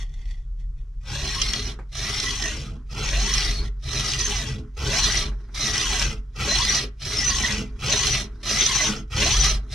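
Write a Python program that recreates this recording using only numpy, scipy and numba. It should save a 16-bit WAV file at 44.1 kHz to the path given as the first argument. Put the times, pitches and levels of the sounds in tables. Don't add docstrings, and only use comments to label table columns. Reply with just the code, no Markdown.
import sys
import numpy as np
from scipy import signal
from scipy.fft import rfft, irfft, next_fast_len
from scipy.io import wavfile
from scipy.ndimage import uniform_filter1d, map_coordinates
from numba import njit

SR = 44100
rng = np.random.default_rng(int(sys.argv[2]) if len(sys.argv) > 2 else 0)


def generate_wav(signal):
    frames = np.transpose(np.atleast_2d(signal))
    scaled = np.clip(frames, -1, 1) * 32767
    pcm = np.round(scaled).astype(np.int16)
    wavfile.write(sys.argv[1], SR, pcm)


N = 429534

# middle_s, length_s, level_db
SCUFFS = [(0.003, .1, -43), (0.143, 0.65, -58), (0.303, 0.14, -58.5), (0.614, 0.081, -64),
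          (0.796, 0.071, -66), (3.664, 0.057, -45.5)]
# start_s, level_db
TICKS = [(.024, -41), (.14, -44.5), (.256, -46), (.288, -48), (.309, -41), (.338, -54), (.4, -55)]
# pitch_hz, width_hz, level_db
LIGHT_RING = [(762, 26, -5), (1856, 38, 2.5), (2040, 58, 4), (2900, 74, -5.5), (3420, 120, -1),
              (4110, 33, -14), (4300, 45, -4)]
# pitch_hz, level_db
RASP_COLOUR = [(500, -8.5), (800, -4.5), (1050, 1), (1600, -1), (2400, 2), (3400, 3), (4800, 3.5),
               (5600, 0.5), (6300, 5.5), (6800, -5.5), (8000, -6.5), (10000, -10.5), (12000, -16),
               (14200, -19.5), (15000, -53.5)]
# pitch_hz, width_hz, level_db
FRAME_RING = [(756, 23, -7.5), (1160, 56, 1.5), (1298, 61, -8), (1416, 75, -4), (2416, 40, -3),
              (2823, 28, 1.5), (3064, 65, -4), (3140, 64, -3), (3274, 80, -7), (3460, 70, -6.5),
              (3938, 35, -3), (4570, 90, -4), (5450, 98, 0)]
# pitch_hz, width_hz, level_db
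FRAME_SINGING = [(1997, 45, 0)]
# pitch_hz, level_db
GRIND_COLOUR = [(100, -22), (200, -2.5), (400, 15), (540, -11.5), (720, -1.5), (1300, 10.5), (2000, -2),
                (4000, -58)]
# pitch_hz, width_hz, level_db
VISE_RING = [(206.3, 15, 1), (252.7, 11.6, -2.5), (312, 13.3, -4.5), (424.5, 20.5, -2), (651, 18, -18)]
# pitch_hz, width_hz, level_db
BLADE_FLAP = [(266, 14, -9.5), (360, 90, -14.5), (436, 48, -5)]
# time_s, pitch_hz
SWAY_PITCH = [(0, 37.5), (1.05, 39.13), (1.2, 46.44), (6.2, 46.46), (7, 48.78), (9.74, 47.9)]
# pitch_hz, width_hz, level_db
BENCH_TOP_RING = [(69.1, 6.1, 3.5), (107.3, 16, -1.5), (137.1, 13.7, 2)]
# pitch_hz, level_db
AIR_COLOUR = [(25, -8.5), (60, 11.5), (150, -22.5), (300, -18.5), (700, -32.5), (2000, -36.5),
              (6000, -36.5), (14000, -52.5)]
# start_s, length_s, halfway_share, rise_s, fall_s, bite_db, thrum_db, sway_db, resting_db
STROKES = [(1.029, .78, 0.44, 0.15, 0.19, -32, -36.5, -32, -77),
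           (1.915, 0.94, 0.46, 0.078, 0.46, -29.5, -37, -39.5, -74),
           (2.888, 0.85, .45, 0.24, 0.28, -28, -34.5, -24.5, -75),
           (3.82, 0.88, 0.53, 0.22, 0.4, -26.5, -32.5, -35, -72.5),
           (4.763, 0.59, 0.43, 0.23, 0.2, -23, -32, -27.5, -64.5),
           (5.539, .70, .5, 0.11, 0.25, -25, -34, -31.5, -73),
           (6.35, 0.57, 0.43, 0.2, 0.17, -23, -33.5, -33, -73.5),
           (6.996, 0.744, 0.5, 0.19, 0.28, -25, -33, -35.5, -62),
           (7.787, 0.52, .43, 0.16, 0.16, -23, -30.5, -35.5, -62),
           (8.426, 0.66, 0.47, 0.11, 0.27, -22.5, -37, -36, -82),
           (9.099, .53, 0.42, 0.15, 0.16, -22, -28.5, -24.5, -64),
           (9.699, 0.5, 0.45, 0.13, .25, -24, -22, -35, -72)]
# pitch_hz, width_hz, level_db
SHAFT_RING = [(4097, 34, -1), (4342, 28, 1)]
# pitch_hz, width_hz, level_db
BLADE_RING = [(202.2, 36, -3), (431, 60, 5.5), (680, 270, -12), (1248, 130, 3), (2466, 150, -1.5),
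              (4120, 180, -4)]
# pitch_hz, level_db
BLADE_CARRY = [(250, -1), (430, -1), (540, -5), (680, 3), (930, 2), (1100, 0), (1400, 1), (2000, -4),
               (2800, 0), (4200, -5), (6000, -8), (7500, -30)]
# pitch_hz, width_hz, level_db
CHATTER_RING = [(5440, 290, 3.5), (5860, 180, 1), (6028, 88, 15)]
# middle_s, length_s, boost_db
SURGES = [(1.4, 0.44, 4), (2.21, 0.44, 3), (3.37, 0.24, 4)]
# pitch_hz, width_hz, level_db
SCRAPE_RING = [(5400, 350, 0), (5700, 390, 0)]
# middle_s, length_s, pitch_hz, level_db
SHRIEKS = [(1.528, 0.32, 4320, -39), (1.684, 0.074, 2950, -43), (2.276, 0.058, 1994, -31),
           (2.465, 0.12, 1886, -36), (3.044, 0.033, 6470, -35), (3.57, 0.15, 4340, -38),
           (4.262, 0.061, 6220, -28), (5.039, .045, 4100, -27), (6.507, 0.049, 4090, -25),
           (6.552, 0.045, 4140, -28), (6.685, 0.032, 1963, -30), (6.696, 0.03, 5870, -23),
           (6.838, 0.11, 410, -38.5), (7.191, 0.065, 5280, -26), (7.271, 0.084, 6050, -24),
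           (7.357, 0.054, 6300, -29), (7.448, 0.035, 1960, -26), (7.493, 0.038, 2067, -27),
           (7.911, 0.048, 6280, -32), (7.929, 0.029, 4110, -21), (7.98, 0.057, 5980, -29),
           (8.08, 0.045, 6150, -30), (8.127, 0.051, 5970, -26), (8.608, 0.075, 6130, -26),
           (8.81, 0.05, 2020, -27), (9.412, 0.04, 6000, -21.5), (9.444, 0.041, 5225, -26.5),
           (9.5, 0.048, 6150, -27.5)]
# start_s, level_db
SNAGS = [(1.4163, -10), (1.5345, -12), (2.2004, -14), (2.2603, -17), (2.4233, -16.5), (2.4798, -23),
         (3.0465, -18.5), (3.3372, -10), (3.381, -15), (4.135, -13), (5.0325, -13), (5.7796, -10.5),
         (5.9948, -12.5), (6.0242, -11), (6.555, -15), (6.5859, -13.5), (6.6073, -15), (6.651, -12),
         (7.5234, -17), (7.9244, -13.5), (8.0247, -20), (8.0691, -11.5), (9.4025, -18), (9.4424, -14)]
# start_s, level_db
KNOCKS = [(1.789, -27), (5.317, -32.5), (5.489, -39.5)]
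# pitch_hz, level_db
KNOCK_COLOUR = [(60, 4), (150, 22), (500, 10), (1000, 7), (2200, 2.5), (2900, -13), (8000, -20.5),
                (14000, -44.5)]
# start_s, level_db
CATCHES = [(1.9525, -29.5), (3.837, -43), (4.783, -44), (5.5445, -32), (6.375, -43), (6.9955, -43),
           (7.047, -31), (7.802, -44), (8.431, -33), (9.111, -41), (9.127, -35), (9.723, -33)]
# pitch_hz, level_db
STEREO_WIDTH = [(40, -28), (125, -26), (350, -20), (1200, -13), (3000, -7.5), (6000, -5), (9000, 1)]
# pitch_hz, fade_s
ROOM_FADE = [(100, 0.06), (500, 0.26), (1400, 0.34), (2300, 0.22), (3200, 0.17), (10000, 0.099)]

TIME_S = np.arange(N) / SR


def amp(db):
    return 10 ** (np.asarray(db) / 20)


def unit(x):
    return x / np.sqrt(np.mean(x ** 2) + 1e-20)


def along(points, hz):
    pitches, values = np.transpose(points)
    return np.interp(np.log(hz + 1), np.log(pitches + 1), values)


def ease(x):
    return np.sin(np.pi / 2 * np.clip(x, 0, 1))


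def arch(x, middle, width):
    return ease(1 - 2 * np.abs(x - middle) / width)


def wobble(rate):
    return map_coordinates(rng.standard_normal(int(N * rate / SR) + 4), [TIME_S * rate])


def flares(depth_db=2.8, rate=30):
    return unit(amp(depth_db * wobble(rate)))


def bursts(rows, fade_s):
    force, t = np.zeros(N + SR), np.arange(SR // 20) / SR
    for start_s, db in rows:
        force[round(start_s * SR):][:len(t)] += amp(db - 60 * t / fade_s) * rng.standard_normal(len(t))
    return force[:N]


def filtered(x, response):
    size = next_fast_len(N + SR // 2, True)
    return irfft(rfft(x, size) * response(np.fft.rfftfreq(size, 1 / SR)), size)[..., :N]


def through(x, pulse):
    return signal.oaconvolve(x, pulse / np.linalg.norm(pulse))[:len(x)]


def coloured(x, colour, size=2048):
    cepstrum = irfft(np.log(amp(along(colour, np.fft.rfftfreq(size, 1 / SR)))))
    cepstrum[1:size // 2] *= 2
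    cepstrum[size // 2 + 1:] = 0
    return through(x, irfft(np.exp(rfft(cepstrum))))


def rung(x, resonances, cutoff_hz=7500):
    t = np.arange(SR // 4) / SR
    pulse = sum((-1) ** k * amp(db) * width * np.exp(-np.pi * width * t) * np.cos(2 * np.pi * hz * t)
                for k, (hz, width, db) in enumerate(resonances))
    return through(x, signal.sosfilt(signal.butter(2, cutoff_hz, fs=SR, output="sos"), pulse))


@njit
def gliding(x, pitch_hz, width_hz):
    turn, loss = 2 * np.pi * pitch_hz / SR, np.pi * width_hz / SR
    ring, state = np.zeros(len(x)), 0j
    for i in range(len(x)):
        state = state * (1 - loss) * complex(np.cos(turn[i]), np.sin(turn[i])) + x[i]
        ring[i] = state.real * loss
    return ring


def drifting(x, resonances, stretch):
    ring = sum(amp(db) * gliding(x, hz * stretch, width) for hz, width, db in resonances)
    energy = sum(amp(db) ** 2 * np.pi * width / SR for _, width, db in resonances)
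    return 2 * ring / np.sqrt(energy)


def patchy(x, depth_db, even_above_hz=7000):
    hz, _, spectrum = signal.stft(x, SR, nperseg=256)
    patches = rng.standard_normal(spectrum.shape)
    for _ in range(2):
        patches = uniform_filter1d(uniform_filter1d(patches, size=3, axis=0), size=9, axis=1)
    gain = amp(depth_db * unit(patches) / (1 + (hz[:, None] / even_above_hz) ** 8))
    return signal.istft(spectrum * unit(gain), nperseg=256)[1][:N]


def moving(stroke, rise_s, fall_s):
    return (ease(stroke["age_s"] / rise_s) * ease(stroke["left_s"] / fall_s)) ** 2


def light_touches(grit_db=2.5):
    scuffs = sum(amp(db) * arch(TIME_S, middle_s, length_s) for middle_s, length_s, db in SCUFFS)
    return amp(grit_db * wobble(109.5)) * scuffs + np.abs(bursts(TICKS, fade_s=0.023))


def teeth(position, tooth_count=190, chips_per_s=3600):
    passing = 1 + 0.2 * np.cos(2 * np.pi * tooth_count * position)
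    chips = (rng.random(N) < chips_per_s / SR) * rng.choice([-1, 1], N)
    chip_sizes = amp(1.5 * np.minimum(rng.exponential(size=N), 4))
    force = unit(chips * chip_sizes) + rng.standard_normal(N)
    judder = amp(1.61 * wobble(260) + 1.15 * wobble(45))
    return unit(force * passing * judder)


def rasp(bite, crunches, position, frame_share=.2, twist_share=.25):
    def ringing(x, fade_s):
        t = np.arange(SR // 12) / SR
        return through(x, rng.standard_normal(len(t)) * amp(-60 * t / fade_s))
    clock = np.cumsum(1 + .8 * np.clip(position, 0, 1))
    slowed = map_coordinates(bite, [np.interp(np.arange(clock[-1]), clock, np.arange(N))])
    twisting = np.sqrt(twist_share) * map_coordinates(ringing(slowed, fade_s=.03), [clock])
    steady = np.sqrt(frame_share) * ringing(bite, fade_s=.06)
    direct = np.sqrt(1 - frame_share - twist_share) * bite
    hiss = coloured(direct + steady + twisting + amp(5) * crunches, RASP_COLOUR)
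    return amp(-5.5) * patchy(hiss, depth_db=3)


def frame_ring(touch_force, bite, crunches, push):
    light = amp(-3.5) * rung(touch_force, LIGHT_RING)
    cutting = amp(-11) * rung(patchy(bite + amp(13.5) * crunches, depth_db=2), FRAME_RING)
    singing = drifting(bite * flares(), FRAME_SINGING, stretch=1 + 0.029 * wobble(14))
    return light + cutting + amp(-13.75 - 1.5 * push) * singing


def low_grind(force, stroke, touch):
    overhang = arch(stroke["share"], np.where(stroke["pushing"], 0.16, 0.768), 0.44)
    effort_db, push = stroke["effort_db"], stroke["push"]
    level_db = -44.5 + 0.13 * effort_db + (8.5 + .8 * effort_db) * overhang + 2.65 * wobble(21)
    gain = amp(level_db) * moving(stroke, rise_s=0.12, fall_s=0.13)
    gain += amp(8) * stroke["resting"] + amp(-22) * touch
    load = force * gain * amp(-2.5 * overhang * push)
    slack = overhang * (1 - push)
    grind = amp(-4) * coloured(load * (1 - slack) ** 2, GRIND_COLOUR)
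    groan = amp(-2) * rung(load * slack, BLADE_FLAP)
    return grind + amp(1) * rung(load, VISE_RING) + groan


def bench_sway(stroke, rumble_hz=55):
    idle = uniform_filter1d(amp(np.where(stroke["age_s"] > 0, -37, -31)), SR // 4)
    gain = np.hypot(idle, amp(stroke["sway_db"]) * arch(stroke["share"], 0.58, 1.06))
    pitch_hz = np.interp(TIME_S, *np.transpose(SWAY_PITCH)) + 1.36 * wobble(11)
    sway = np.sqrt(2) * np.sin(2 * np.pi * np.cumsum(pitch_hz) / SR) * amp(-1 + 3.34 * wobble(16))
    rumble = unit(filtered(rng.standard_normal(N), lambda hz: (hz > 20) / (1 + (hz / rumble_hz) ** 6)))
    return uniform_filter1d(gain, SR // 25) * (sway + amp(-5.5) * rumble)


def bench_thrum(stroke, touch, cutoff_hz=165):
    push_tilt_db = -5 * (stroke["position"] - .5) * stroke["pushing"]
    middle_dip_db = -4.5 * np.sin(np.pi * stroke["position"])
    driven = amp(stroke["thrum_db"] + push_tilt_db + middle_dip_db)
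    gain = driven * moving(stroke, rise_s=0.082, fall_s=0.16) + amp(-48) + amp(-4) * touch
    ring = rung(rng.standard_normal(N), BENCH_TOP_RING)
    thrum = unit(filtered(ring, lambda hz: 1 / (1 + (hz / cutoff_hz) ** 6)))
    return uniform_filter1d(gain, SR // 25) * thrum


def still_air():
    return amp(-54) * unit(filtered(rng.standard_normal(N), lambda hz: amp(along(AIR_COLOUR, hz))))


def arm_strokes(first_place=.15, drawn_back=0.03536, pushed_home=0.99, usual_bite_db=-23):
    rows = np.array(STROKES)
    index = np.maximum(np.searchsorted(rows[:, 0], TIME_S) - 1, 0)
    start_s, length_s, halfway, rise_s, fall_s, bite_db, thrum_db, sway_db, _ = rows.T[:, index]
    pushing, age_s = index % 2 == 0, TIME_S - start_s
    share, left_s = age_s / length_s, length_s - age_s
    travel_share = np.where(pushing, .85, 0.93)
    travelled = ease(.5 + (share - halfway) / travel_share) ** 2
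    back = np.where(index == 0, first_place, drawn_back)
    position = back + (pushed_home - back) * np.where(pushing, travelled, 1 - travelled)
    rise = ease(age_s / rise_s) ** np.where(pushing, 1.48, 0.96)
    first_grip = amp(-23.5) * ease(age_s / 0.017)
    swell = np.hypot(rise, first_grip) * ease(left_s / fall_s) ** 3.62
    resting = amp(np.interp(TIME_S, rows[:, 0] + rows[:, 1], rows[:, -1]))
    surge_db = sum(db * arch(TIME_S, middle, length) for middle, length, db in SURGES)
    push = uniform_filter1d(1. * pushing, SR // 12)
    return dict(age_s=age_s, left_s=left_s, share=share, pushing=pushing, push=push, position=position,
                swell=swell, resting=resting, bite_db=bite_db, effort_db=bite_db - usual_bite_db,
                surge_db=surge_db, thrum_db=thrum_db, sway_db=sway_db)


def tooth_pressure(stroke, touch, unsteady_db=0.43):
    creep = amp(-60) * sum(arch(TIME_S, row[0] - 0.0065, 0.044) for row in STROKES)
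    cutting = amp(stroke["bite_db"] + stroke["surge_db"] + unsteady_db * wobble(24)) * stroke["swell"]
    return cutting + stroke["resting"] + creep + amp(-0.5) * touch


def shaft_ring(bite, stroke):
    return amp(-14.5 + 4.5 * stroke["push"]) * rung(bite * np.sqrt(stroke["swell"]), SHAFT_RING)


def blade_ring(force, stroke, shortest_share=.37):
    position, push = stroke["position"], stroke["push"]
    drive = force * amp(-38.7 + 1.2 * stroke["effort_db"] + 4 * push) * stroke["swell"] ** 0.75
    ring = np.zeros(N)
    for travelled, longest, side_db in ((position, 1, 0), (1 - position, .84, -7 - 5 * push)):
        length = longest * (1 - (1 - shortest_share) * np.clip(travelled, 0, 1))
        length *= 1 + .012 * wobble(60)
        for hz, width, db in BLADE_RING:
            pitch_hz = np.minimum(hz / length ** 2, SR / 2)
            strength = amp(db + side_db + along(BLADE_CARRY, pitch_hz)) * length ** 1.8
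            ring += strength * gliding(drive * flares(), pitch_hz, width)
    return unit(ring) * np.std(drive)


def squeals(stroke, whine_hz=1283, wander_hz=50, rough_db=3):
    drift = 2 * np.pi * np.cumsum(wander_hz * wobble(300)) / SR
    whine = stroke["pushing"] * amp(-46 + stroke["effort_db"]) * arch(stroke["share"], 0.11, 0.26)
    tones = whine * np.sin(2 * np.pi * whine_hz * TIME_S + drift)
    for middle_s, length_s, hz, db in SHRIEKS:
        on = np.abs(TIME_S - middle_s) < length_s / 2
        tone = np.sqrt(2) * np.sin(2 * np.pi * hz * TIME_S[on] + drift[on])
        tones[on] += amp(db) * arch(TIME_S[on], middle_s, length_s) * tone
    return amp(rough_db * wobble(180)) * tones


def blade_chatter(stroke, crunches):
    level_db = stroke["bite_db"] - 2 + 0.34 * stroke["effort_db"] + .3 * stroke["surge_db"]
    gain = amp(level_db + wobble(28)) * stroke["swell"] ** 2.3
    fits = unit(teeth(stroke["position"]) * amp(3 * wobble(110)))
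    stretch = 1 + 0.034 * (.5 - stroke["position"]) + 0.0076 * wobble(25)
    return amp(-1.5) * drifting(fits * gain + amp(1) * crunches, CHATTER_RING, stretch)


def side_scrape(load, stroke):
    return rung(load * (1 - amp(-stroke["surge_db"])), SCRAPE_RING)


def tooth_snags(low_hz=2600, high_hz=8500):
    def band(hz):
        return (1j * hz / (1j * hz + low_hz)) ** 2 / np.sqrt(1 + (hz / high_hz) ** 4)
    return amp(-2.5) * filtered(bursts(SNAGS, fade_s=0.013), band)


def turn_knocks():
    return amp(-10) * coloured(bursts(KNOCKS, fade_s=0.16), KNOCK_COLOUR)


def tooth_catches(fade_s=.1):
    return sum(amp(db - 60 * np.abs(TIME_S - start_s) / fade_s) * (TIME_S >= start_s)
               for start_s, db in CATCHES)


def hacksaw(stroke, touch):
    position = stroke["position"]
    force, crunches = teeth(position), tooth_snags()
    pressure = tooth_pressure(stroke, touch)
    bite = force * np.hypot(pressure, tooth_catches())
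    cut = rasp(bite, crunches, position) + low_grind(force, stroke, touch)
    ring = frame_ring(force * touch, bite, crunches, stroke["push"])
    ring += shaft_ring(bite, stroke) + blade_ring(force, stroke)
    sizzle = blade_chatter(stroke, crunches) + side_scrape(force * pressure, stroke)
    sizzle = filtered(sizzle, lambda hz: hz ** 2 / (hz ** 2 + 2500 ** 2) / (1 + (hz / 7200) ** 10))
    return cut + ring + sizzle + squeals(stroke) + turn_knocks()


def bench_reflections(x, position, fade_s=0.024, turns=3):
    t = np.arange(SR // 30) / SR
    scatter = rng.standard_normal((2, len(t))) * amp(-60 * t / fade_s)
    first, second = signal.oaconvolve(x[None], scatter / np.linalg.norm(scatter[0]), axes=1)[:, :N]
    angle = 2 * np.pi * turns * position
    blend = first * np.cos(angle) + second * np.sin(angle)
    side = filtered(blend, lambda hz: amp(along(STEREO_WIDTH, hz)))
    return np.array([x + side, x - side])


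def workshop_echo(x):
    hz, t, noise = signal.stft(rng.standard_normal((2, SR // 2)), SR, nperseg=256)
    tail = signal.istft(noise * amp(-60 * t / along(ROOM_FADE, hz)[:, None]), SR, nperseg=256)[1]
    return signal.fftconvolve(x[None], tail / np.linalg.norm(tail[0]), axes=1)[:, :N]


def scene():
    touch, stroke = light_touches(), arm_strokes()
    saw = hacksaw(stroke, touch)
    nearby = saw + bench_sway(stroke) + bench_thrum(stroke, touch) + still_air()
    return bench_reflections(nearby, stroke["position"]) + amp(-12.5) * workshop_echo(saw)


def record(dry, treble_hz=12000, top_hz=14700):
    return filtered(dry, lambda hz: (hz < top_hz) / np.sqrt(1 + (hz / treble_hz) ** 8))


dry = scene()
out = record(dry)
generate_wav(out)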